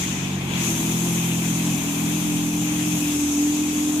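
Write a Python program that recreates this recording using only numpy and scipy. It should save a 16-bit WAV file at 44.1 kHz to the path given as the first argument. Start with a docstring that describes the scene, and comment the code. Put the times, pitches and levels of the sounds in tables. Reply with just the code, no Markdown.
"""A tractor pulls a water sprayer away along a dirt road, heard from just behind it.
From the start, the exhaust thuds about 42 times a second with a low boom, over a light clatter,
and fans of water hiss from the nozzles. The hiss fades for a moment, then surges back as the
engine growls under load. As the tractor moves off, the hiss holds steady and the boom gives
way to a higher drone."""
import sys
import numpy as np
from scipy import signal
from scipy.fft import rfft, irfft
from scipy.io import wavfile
from scipy.ndimage import uniform_filter1d

SR = 44100
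rng = np.random.default_rng(int(sys.argv[2]) if len(sys.argv) > 2 else 0)


def bounce(signal):
    """Save signal as a 16-bit WAV file at the path given by the first command-line argument."""
    frames = np.transpose(np.atleast_2d(signal))
    limited = np.clip(frames, -1, 1)
    pcm = np.round(limited * 32767).astype(np.int16)
    wavfile.write(sys.argv[1], SR, pcm)


N = 176400
TIME_S = np.arange(N) / SR
FREQ_HZ = np.fft.rfftfreq(N, 1 / SR)


def gain(db):
    """Turns decibels into a multiplier."""
    return 10 ** (np.asarray(db) / 20)


def normalise(x):
    """Scales a signal to an average strength (rms) of 1."""
    return x / np.sqrt(np.mean(x ** 2) + 1e-20)


def curve(rows):
    """Joins rows of time_s, value with straight lines."""
    return np.interp(TIME_S, *np.transpose(rows))


def tint(x, rows):
    """Shapes a sound's tone by rows of pitch_hz, level_db."""
    hz, db = np.transpose(rows)
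    return irfft(rfft(x) * gain(np.interp(np.log(FREQ_HZ + 1), np.log(hz), db)), N)


def drift(rate_hz):
    """A smooth random wobble, mostly slower than rate_hz."""
    return normalise(irfft(rfft(rng.standard_normal(N)) / (1 + (FREQ_HZ / rate_hz) ** 4), N))


def stereo_noise(likeness, lag_s=0):
    """Noise that is partly alike in both ears and reaches the left one lag_s later."""
    shared, separate = rng.standard_normal((2, N))
    left = irfft(rfft(shared) * np.exp(-2j * np.pi * FREQ_HZ * lag_s), N)
    right = likeness * shared + np.sqrt(1 - likeness ** 2) * separate
    return np.array([left, right])


# How fast the engine fires: time_s, rate_hz
FIRING_RATE = [(0,45.8),(.15,46.4),(.38,47.3),(.55,44),(.78,40.1),(1.05,43),(1.35,42.4),(1.66,42.7),(1.92,40.7),(2.18,43.1),(2.38,42.2),(2.85,43.3),(3.1,42),(3.35,41.5),(3.58,42.7),(4,42.8)]


def count_firings():
    """Counts the engine's firings so far; each whole number is one thud."""
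    return np.cumsum(curve(FIRING_RATE)) / SR


# Three controls for the exhaust's tones, each: time_s, control_db
BOOM = [(0,-1.5),(.25,1.5),(.48,0),(.65,4.5),(.83,0.5),(1,5),(1.7,4),(1.85,-3.5),(2.05,2),(2.2,2.5),(2.4,0.5),(2.95,3),(3.2,-12.5),(3.42,-12),(3.55,-5.5),(4,-10.5)]  # the low boom
DRONE = [(0,-15),(.8,-14),(1.1,-13),(1.45,-7),(1.75,-2.5),(2.1,-1),(2.4,2),(2.95,1),(3.45,8.5),(3.58,5),(4,5.5)]  # the higher drone
LOAD = [(0,-8.5),(.45,-9),(.6,-0.5),(.8,6),(1.05,3),(1.3,1.5),(1.7,1),(2.2,-1),(3,-3.5),(4,0.5)]  # how hard the engine works; also drives the growl
# The tones, and how far each follows the controls:
# multiple_of_firing_rate, level_db, boom_db_per_db, drone_db_per_db, load_db_per_db
EXHAUST_TONES = [(1,-55.5,0,-0.29,-0.34),(2,-45.5,-.5,-0.36,-0.45),(3,-36,1.25,-0.17,-0.22),(4,-27.5,1,0.038,0.081),(5,-29.5,0.7,0.41,1.2),(6,-32,-0.05,0.14,0.52),(7,-25.5,0,1,-0.12),(8,-44.5,0.4,-0.34,1.48),(9,-55,-1,-0.39,.8),(10,-56.5,-0.9,0.2,0),(19,-53.5,1,0.91,-0.25)]


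def exhaust(firings):
    """One pulse per firing, each a little different, smeared by the pipe into a boom and a drone."""
    controls = np.array([curve(BOOM), curve(DRONE), curve(LOAD)])
    smear_rad, wander_rad, waver_db = 0.55, 0.33, 0.89
    pulses = np.zeros((2, N))
    for multiple, db, *follows in EXHAUST_TONES:
        level = gain(db + np.dot(follows, controls) + waver_db * drift(rate_hz=6.6))
        phase = 2 * np.pi * multiple * firings - smear_rad * (multiple - 5) ** 2
        phase += wander_rad * drift(rate_hz=1.26)  # the path from the pipe changes as the tractor moves
        scattered = 0.12 * drift(rate_hz=2.6) * np.sin(phase)  # sound arriving by roundabout paths
        pulses += level * (np.cos(phase) + np.array([scattered, -scattered]))
    unevenness = 0.083 * rng.standard_normal(256)  # one value per firing
    return pulses * (1 + np.interp(firings, np.arange(len(unevenness)), unevenness))


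# Tone of the gas puffs: pitch_hz, level_db
PUFF_TONE = [(20,-21),(45,-18),(72,-7),(105,-4.5),(150,-2),(200,-1),(260,1.5),(330,-4),(420,-15.5),(560,-26),(900,-49)]
# Their loudness: time_s, level_db
PUFF_LEVEL = [(0,-32.5),(.35,-34.5),(.6,-32),(1,-35),(1.7,-35.5),(2.8,-34),(4,-38)]


def puffs(firings):
    """Swirling gas leaves the pipe with every firing."""
    throb = 1 + 0.23 * np.cos(2 * np.pi * firings)
    gas = stereo_noise(likeness=0.93) * throb
    return gain(curve(PUFF_LEVEL)) * normalise(tint(gas, PUFF_TONE))


# Tone of the clatter: pitch_hz, level_db
CLATTER_TONE = [(40,-31),(150,0),(400,2.5),(560,-4.5),(700,1),(1020,-0.5),(1400,-9.5),(2000,-25),(3500,-24),(8000,-43)]
# Its loudness: time_s, level_db
CLATTER_LEVEL = [(0,-40),(.35,-38.5),(.65,-36),(1.3,-37.5),(2.1,-38),(3.1,-39.5),(4,-39)]


def clatter(firings):
    """The engine and pump rattle, throbbing lightly with each firing."""
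    throb = 1 + 0.12 * np.cos(2 * np.pi * firings)
    rattle = stereo_noise(likeness=0.66, lag_s=0.00021) * throb
    return gain(curve(CLATTER_LEVEL)) * normalise(tint(rattle, CLATTER_TONE))


# Tone of the spray at each ear: pitch_hz, left_db, right_db
SPRAY_TONE = [(80,-40,-40),(400,-24,-18),(1000,-9.5,-14),(1400,-12,-16.5),(1860,-10.5,-14),(2230,-5,-14.5),(2544,0.5,-8),(2890,-6,-11.5),(3340,-4.3,-7.5),(3780,-9,-12),(4450,-15.5,-16),(5340,-14,-13.5),(6270,-1,-6.5),(6780,-0.5,-7.5),(7670,-6,-12),(8300,-9,-11.7),(9000,-11,-11.5),(10200,-12.5,-15),(11960,-7.5,-14.5),(12800,-14,-25),(14400,-14,-14),(15300,-20.5,-20.5)]
# How its low, middle and high parts swell: time_s, rush_db, hiss_db, fizz_db
# Only the rise and fall around each column's middle value counts.
SPRAY_SWELL = [(0,-34.5,-31,-40.5),(.18,-37,-36.5,-47.5),(.4,-39,-44.5,-50.5),(.48,-37.5,-43,-48.5),(.56,-32.5,-37.5,-43.5),(.65,-33.5,-30,-36),(.77,-37,-33,-37.5),(1.15,-36.5,-35,-38),(1.6,-37.5,-35,-39),(2.2,-37.5,-36,-38.5),(2.55,-40,-36,-40.5),(2.7,-37,-36.5,-39.5),(2.87,-38.5,-33.5,-38.5),(3.07,-37,-34.5,-38),(3.32,-39.5,-32,-40.5),(3.62,-39.5,-34.5,-41),(4,-39.5,-34,-40.5)]
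# Where those parts lie: rush_end_hz, hiss_start_hz, hiss_end_hz, fizz_start_hz
SPRAY_BANDS = [3080, 6400, 6940, 9900]


def spray():
    """Jets of water break up into a fluttering hiss and a dense patter of droplets."""
    drops_per_s, size_spread_db, flutter_db, patchy_db = 1800, 2, 0.36, 1.57
    sizes = gain(size_spread_db * np.minimum(rng.exponential(1, (2, N)), 5))
    signs = rng.choice([-1, 1], (2, N))
    hits = rng.random((2, N)) < drops_per_s / SR
    drops = normalise(sizes * signs * hits)
    jets = stereo_noise(likeness=0.095, lag_s=0.000271) * gain(flutter_db * drift(rate_hz=65))
    water = gain(-29) * jets + gain(-39.5) * drops
    tone = np.array(SPRAY_TONE)
    tinted = np.array([tint(water[0], tone[:, [0, 1]]), tint(water[1], tone[:, [0, 2]])])
    # Cut the sound into short slices, so each pitch can swell on its own.
    hz, slice_s, slices = signal.stft(normalise(tinted) * water.std(), SR, nperseg=512)
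    time_s, *columns = np.transpose(SPRAY_SWELL)
    levels = [np.interp(slice_s, time_s, db) for db in columns]
    rush, hiss, fizz = [db - np.median(db) for db in levels]
    swell_db = np.array([np.interp(hz, SPRAY_BANDS, row) for row in zip(rush, hiss, hiss, fizz)]).T
    # Random patches, blurred over pitch and then time, make the hiss flicker.
    patches = uniform_filter1d(rng.standard_normal(slices.shape), size=7, axis=1)
    patches = normalise(uniform_filter1d(patches, size=8, axis=2))
    _, sound = signal.istft(slices * gain(swell_db + patchy_db * patches), SR, nperseg=512)
    return sound[:, :N]


# Tone of the growl: pitch_hz, level_db
GROWL_TONE = [(60,-50),(180,-7),(290,1.5),(350,1),(400,-10.5),(480,-18.5),(900,-67)]


def growl():
    """A hoarse edge that comes out when the engine works hard."""
    level_db = -41.5 + 1.42 * curve(LOAD)
    return gain(level_db) * normalise(tint(stereo_noise(likeness=0.93), GROWL_TONE))


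def scene():
    """Engine and spray together."""
    firings = count_firings()
    return exhaust(firings) + puffs(firings) + clatter(firings) + spray() + growl()


def record(dry):
    """Cuts away the very highest treble."""
    cutoff_hz = 15300
    low_pass = signal.firwin(511, cutoff_hz, window=("kaiser", 9), fs=SR)
    return signal.oaconvolve(dry, low_pass[None], "same")


dry = scene()
out = record(dry)
bounce(out)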